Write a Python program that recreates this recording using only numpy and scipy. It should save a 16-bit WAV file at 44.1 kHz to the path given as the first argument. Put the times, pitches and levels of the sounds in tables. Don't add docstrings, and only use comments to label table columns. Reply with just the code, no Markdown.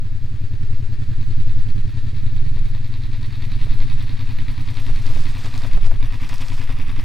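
import sys
import numpy as np
from scipy import signal
from scipy.fft import rfft, irfft, next_fast_len
from scipy.io import wavfile
from scipy.ndimage import uniform_filter1d

SR = 44100
rng = np.random.default_rng(int(sys.argv[2]) if len(sys.argv) > 2 else 0)


def dump_mix(stems):
    frames = np.atleast_2d(stems).T
    limited = np.clip(frames, -1, 1)
    pcm = np.round(limited * 32767).astype(np.int16)
    wavfile.write(sys.argv[1], SR, pcm)


N = 310464
T = np.arange(N) / SR


def gain_of(db):
    return 10 ** (np.asarray(db) / 20)


def unit_power(x):
    return x / np.sqrt(np.mean(x ** 2) + 1e-20)


def curves(rows):
    times, *columns = np.transpose(rows)
    return [np.interp(T, times, column) for column in columns]


def coloured(x, colour):
    size = next_fast_len(len(x) + 8192)
    size += size % 2
    hz, db = np.transpose(colour)
    bin_hz = np.fft.rfftfreq(size, 1 / SR)
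    bin_db = np.interp(np.log(bin_hz + 1), np.log(hz + 1), db)
    cepstrum = irfft(np.log(gain_of(bin_db)))
    cepstrum[1:size // 2] *= 2
    cepstrum[size // 2 + 1:] = 0
    return irfft(rfft(x, size) * np.exp(rfft(cepstrum)))[:len(x)]


def noise(colour):
    return unit_power(coloured(rng.standard_normal(N + SR), colour)[SR:])


def swells(rows):
    bumps = (gain_of(db) * 2 ** (-2 * ((T - crest) / length) ** 2) for crest, length, db in rows)
    return np.sqrt(sum(bump ** 2 for bump in bumps))


def firing_samples(speed, head_start):
    cycles = head_start + np.cumsum(curves(speed)[0]) / SR
    return np.flatnonzero(np.diff(np.floor(cycles)))


def pulse_train(firings, delay_ms, jitter_ms, spread_db):
    late, strong = rng.standard_normal((len(firings), 2)).T
    places = firings + np.round((delay_ms + jitter_ms * late) * SR / 1000).astype(int)
    inside = (places >= 0) & (places < N)
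    return np.bincount(places[inside], gain_of(spread_db * strong)[inside], N)


def resonate(pulses, notes):
    t = np.arange(SR // 6) / SR
    ms = t * 1000
    boom = sum(size * ms / rise * np.exp(1 - ms / rise) * np.sin(2 * np.pi * hz * t)
               for hz, rise, size in notes)
    return signal.oaconvolve(pulses, boom)[:N]


def noise_bursts(firings, bursts, steady_db, spread_db, grit):
    ms = np.arange(SR // 10) * 1000 / SR
    power = gain_of(2 * steady_db)
    for delay, db, decay in bursts:
        shape = gain_of(db) * np.exp(-ms / decay) * (1 - np.exp(-ms / .5))
        pulses = pulse_train(firings, delay, jitter_ms=.5, spread_db=spread_db)
        power = power + signal.oaconvolve(pulses ** 2, shape ** 2)[:N]
    grains = np.exp(grit * np.repeat(rng.standard_normal(N // 32 + 1), 32)[:N])
    return np.sqrt(abs(power)) * grains * rng.standard_normal(N)


def metal_ring(x, decay_s, ring_db):
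    t = np.arange(SR // 25) / SR
    tail = rng.standard_normal(len(t)) * np.exp(-t / decay_s)
    return x + gain_of(ring_db) * signal.oaconvolve(x, tail / np.linalg.norm(tail))[:N]


# frequency in Hz, relative level in dB.
GAS_COLOUR = [(60, -10.5), (150, 4), (300, -2.5), (400, -11), (520, -17), (800, -28), (3000, -52.5)]

def gas_puffs(firings, delay_ms, level_db):
    gas = noise_bursts(firings, [(delay_ms, 0, 28)], steady_db=-17, spread_db=1.2, grit=0)
    return gain_of(level_db) * unit_power(coloured(gas, GAS_COLOUR))


# time after firing in ms, relative level in dB from the front,
# the same from the side, decay in ms.
KNOCK_BLOWS = [(-1.6, 1.2, -2.5, 3.5), (8.5, -6, -4.5, 6), (16, -6.5, -4.5, 7.5), (26, -11, -9.5, 15),
               (75, -14, -10, 16)]
# frequency in Hz, relative level in dB.
FRONT_COLOUR = [(350, -12), (650, -8), (1000, 1), (1400, -4.5), (1700, -4), (1880, 3), (2400, 3.5),
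                (2950, -6), (3300, -1.5), (3750, 5.5), (4500, -2), (5600, -17), (7000, -26), (15000, -36)]
SIDE_COLOUR = [(350, -1), (650, -4), (880, 1), (980, 2), (1200, 2.5), (1500, -2.5), (1900, 3), (2500, 2.5),
               (2950, -3), (3650, -2), (4200, -10.5), (4900, -8.5), (6300, -20.5), (15000, -31)]
# pitch in Hz, width in Hz, relative level in dB.
COVER_NOTES = [(980, 30, -4), (1880, 90, -5), (3630, 110, -14), (4500, 400, -9)]

def engine_knock(firings):
    turn_from_s, turn_to_s = 2.86, 6.38
    side_share = np.clip((T - turn_from_s) / (turn_to_s - turn_from_s), 0, 1)
    delay, front_db, side_db, decay = np.transpose(KNOCK_BLOWS)
    front = noise_bursts(firings, zip(delay, front_db, decay), steady_db=-18.5, spread_db=1.4, grit=.2)
    side = noise_bursts(firings, zip(delay, side_db, decay), steady_db=-19, spread_db=1.4, grit=.2)
    casing = np.sqrt(1 - side_share) * unit_power(coloured(front, FRONT_COLOUR))
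    casing += np.sqrt(side_share) * unit_power(coloured(side, SIDE_COLOUR))
    covers = sum(gain_of(db) * signal.lfilter(*signal.iirpeak(hz, hz / width, SR), casing)
                 for hz, width, db in COVER_NOTES)
    return unit_power(metal_ring(casing + covers, decay_s=.008, ring_db=-11))


# time after firing in ms, relative level in dB, decay in ms.
TICKS = [(-2.2, 1, 3), (14, -7, 7), (27, -2.5, 15), (40, -10, 14)]
# frequency in Hz, relative level in dB.
TICK_COLOUR = [(3000, -26), (6000, 10.5), (7400, 0.5), (9000, 5.5), (10400, 7), (12000, 0.5), (15800, 2)]

def valve_ticks(firings):
    ticks = noise_bursts(firings, TICKS, steady_db=-17.5, spread_db=2, grit=.42)
    ticks = metal_ring(ticks, decay_s=.003, ring_db=-6)
    return gain_of(-17.5) * unit_power(coloured(ticks, TICK_COLOUR))


# time in seconds, firings per second.
NEAR_IDLE = [(0.0, 10.427), (0.28, 10.478), (0.53, 10.2), (1.46, 10.627), (1.97, 10.33), (2.46, 10.017),
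             (2.62, 10.641), (3.42, 10.266), (3.71, 10.644), (4.13, 10.108), (4.35, 10.35), (4.88, 10.553),
             (5.08, 10.024), (5.43, 10.66), (5.84, 10.051), (6.16, 10.602), (7.04, 10.402)]
# time in seconds, near quad's gain in dB, far quad's in dB.
EXHAUST_GAINS = [(0, 4, -3.5), (1.3, 6, 2), (2.3, 6, 1), (2.9, 2.5, 0), (3.6, 2.5, 1.5), (5.3, 1.5, .5),
                 (6.4, 1, -6), (7.04, 1.5, -3)]
# pitch in Hz, rise time in ms, strength (a minus flips the wave).
NEAR_PIPE_NOTES = [(58.7, 50, -0.0045), (90.7, 6.36, 0.046), (103.35, 13.8, 0.028), (173, 15.7, -0.0016)]
AIRBOX_NOTES = [(242.8, 25, 0.0016), (262.2, 9.84, -0.0089), (343, 9.8, -0.0016)]
# time in seconds, level in dB.
CLATTER_LEVELS = [(0, -70), (1.4, -56.5), (2.9, -50.5), (3.6, -45), (4.6, -45), (5.2, -44), (7.04, -42)]

def near_quad():
    firings = firing_samples(NEAR_IDLE, head_start=.432)
    pulses = pulse_train(firings, delay_ms=-4.4, jitter_ms=.2, spread_db=.5)
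    exhaust = resonate(pulses, NEAR_PIPE_NOTES) + gas_puffs(firings, delay_ms=-2.5, level_db=-52)
    exhaust *= gain_of(curves(EXHAUST_GAINS)[0])
    dip_s, fall_s, rise_s, dip_db = 5.97, .17, .03, -6
    dip = np.exp(-((T - dip_s) / np.where(T < dip_s, fall_s, rise_s)) ** 2)
    clatter_db = curves(CLATTER_LEVELS)[0] + dip_db * dip
    clatter = gain_of(clatter_db) * (engine_knock(firings) + valve_ticks(firings))
    airbox_gain = np.hypot(gain_of(clatter_db + 48), gain_of(-10))
    return exhaust + airbox_gain * resonate(pulses, AIRBOX_NOTES) + clatter


# time in seconds, firings per second.
FAR_IDLE = [(0.0, 10.103), (0.55, 10.426), (0.86, 10.304), (1.33, 10.435), (1.62, 10.621), (2.52, 10.393),
            (2.66, 10.654), (3.09, 10.301), (3.54, 10.855), (3.87, 10.286), (4.27, 10.686), (4.67, 10.092),
            (5.68, 10.712), (6.03, 10.236), (6.42, 10.388), (6.75, 9.859), (7.04, 10.424)]
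# pitch in Hz, rise time in ms, strength (a minus flips the wave).
FAR_PIPE_NOTES = [(68.4, 8.8, 0.021), (94.6, 8.9, 0.056), (123.6, 14.8, -0.042), (163.3, 22, 0.0015),
                  (228.2, 19.2, 0.0061), (278.7, 12.6, 0.00666), (400, 3.7, -0.00032)]
# frequency in Hz, relative level in dB.
CHATTER_COLOUR = [(350, -4.5), (700, -2.5), (1000, -1.5), (1500, 1.5), (1820, 4.5), (2050, -1.5), (2450, 2),
                  (3100, -4), (3800, -1.5), (4600, -1), (5600, -9), (10000, -19), (12000, -26),
                  (15800, -51)]

def far_quad():
    firings = firing_samples(FAR_IDLE, head_start=.856)
    pulses = pulse_train(firings, delay_ms=-3.5, jitter_ms=.2, spread_db=.5)
    exhaust = resonate(pulses, FAR_PIPE_NOTES) + gas_puffs(firings, delay_ms=.85, level_db=-51)
    blows = [(10, -6, 10), (33, 0, 9), (49, 0, 10)]
    chatter = noise_bursts(firings, blows, steady_db=-6, spread_db=1.3, grit=.2)
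    chatter = metal_ring(chatter, decay_s=.015, ring_db=-8)
    chatter = gain_of(-53.5) * unit_power(coloured(chatter, CHATTER_COLOUR))
    return gain_of(curves(EXHAUST_GAINS)[1]) * (exhaust + chatter)


# frequency in Hz, relative level in dB.
AIR_COLOUR = [(45, 25.5), (110, 25.5), (180, -0.5), (280, 0.5), (400, -2), (700, -3.5), (1100, -3.5),
              (1900, -0.5), (3000, -6), (4200, -4), (6000, -16), (10000, -22), (12000, -23.5), (15800, -23)]

def open_air(level_db):
    return gain_of(level_db) * noise(AIR_COLOUR)


# frequency in Hz, relative level in dB.
WIND_COLOUR = [(1, -30), (4, -9), (8, 0), (10, 0), (13, -10), (20, -14), (27, -26), (33, -31), (42, -30),
               (55, -36), (80, -50), (200, -68), (600, -95), (2000, -140)]
# time of the peak in seconds, length in seconds, relative level in dB.
WIND_GUSTS = [(.74, 0.15, -11.5), (1.5, 0.42, -8), (2.45, 0.41, -10.5), (3.8, 0.27, -7.5),
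              (4.4, 0.22, -15.5), (4.9, 0.1, -8), (5.15, 0.16, -7), (5.85, 0.22, -4), (6.8, 0.61, -15.5)]

def wind():
    breeze_db, ceiling = -16.5, .68
    strength = np.hypot(swells(WIND_GUSTS), gain_of(breeze_db))
    swings = noise(WIND_COLOUR)
    power = uniform_filter1d(abs(signal.hilbert(swings)) ** 2 / 2, size=SR // 8)
    swings /= np.sqrt(power + 1e-6)
    return ceiling * np.tanh(strength * swings / ceiling)


def hits(rows, colour, decay_s, boost_db):
    track = np.zeros(N)
    t = np.arange(SR // 12) / SR
    for start_s, db in rows:
        blow = coloured(rng.standard_normal(len(t)) * np.exp(-t / decay_s), colour)
        slot = track[round(start_s * SR):][:len(blow)]
        slot += gain_of(db + boost_db) * blow[:len(slot)] / abs(blow).max()
    return track


# start in seconds, relative level in dB.
FOOTFALLS = [(2.568, -41.5), (3.666, -39), (4.892, -36), (5.1, -37.5), (5.128, -39), (5.162, -35.5),
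             (5.444, -43), (5.63, -38), (5.647, -35), (5.69, -39), (5.773, -34), (5.913, -31.5),
             (6.69, -37.5)]
# frequency in Hz, relative level in dB.
FOOT_COLOUR = [(80, 0), (300, -2), (700, -1.5), (1000, -8.5), (1600, -13.5), (4000, -24), (12000, -45)]

def footfalls():
    from_s, to_s, scuff_db, spread_db = 4.65, 6.15, -44, 5
    when, strong = rng.random((5, 2)).T
    scuffs = zip(from_s + when * (to_s - from_s), scuff_db + spread_db * (2 * strong - 1))
    return hits(FOOTFALLS + list(scuffs), FOOT_COLOUR, decay_s=.011, boost_db=7)


# time of the peak in seconds, length in seconds, relative dB.
RUSTLES = [(4.85, 0.3, -52.5), (5.19, 0.26, -47), (5.44, 0.093, -46.5), (5.6, 0.15, -47),
           (5.86, 0.064, -50), (6.32, 0.21, -49.5), (6.5, .2, -46.5)]
# frequency in Hz, relative level in dB.
RUSTLE_COLOUR = [(200, -1.5), (500, -1.5), (1200, 2.5), (2000, -3), (3300, -1), (5000, -1), (6300, -7),
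                 (8500, -9.5), (11000, -19), (15800, -22)]

def rustling():
    flutter = gain_of(1.8 * noise([(3, -30), (8, 0), (30, 0), (70, -30), (300, -90)]))
    slips_per_s = 350
    slips = (rng.random(N) < slips_per_s / SR) * rng.standard_normal(N)
    slips *= gain_of(4 * np.minimum(rng.exponential(1, N), 3.5))
    crackle = gain_of(-10) * unit_power(coloured(slips, TWIG_COLOUR))
    return swells(RUSTLES) * flutter * (noise(RUSTLE_COLOUR) + crackle)


# start in seconds, relative level in dB.
TWIGS = [(5.0657, -33.5), (5.578, -32), (5.62, -38.5), (5.7337, -40), (6.2919, -34), (6.3588, -40),
         (6.3822, -36), (6.484, -34.5)]
# frequency in Hz, relative level in dB.
TWIG_COLOUR = [(500, -1), (2000, -9), (4500, 10), (8000, -1), (15800, -13)]

def twig_snaps():
    return hits(TWIGS, TWIG_COLOUR, decay_s=.00048, boost_db=9.5)


# frequency in Hz, gain in dB.
STEREO_COLOUR = [(10, -8), (30, -12.5), (70, -22), (150, -23), (500, -12), (1200, -45), (16000, -55)]

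def scene():
    middle = footfalls() + twig_snaps() + open_air(level_db=-44.5) + near_quad() + far_quad() + rustling()
    difference = coloured(gain_of(-4) * wind() + open_air(level_db=-54), STEREO_COLOUR)
    stereo = np.array([middle + difference, middle - difference]) * gain_of([[.08], [-.08]])
    return stereo + wind() * gain_of([[0], [-1]])


def record(dry):
    cutoff_hz = 15800
    lowpass = signal.firwin(511, cutoff_hz, window=("kaiser", 9), fs=SR)
    return signal.oaconvolve(dry, lowpass[None], "same")


dry = scene()
out = record(dry)
dump_mix(out)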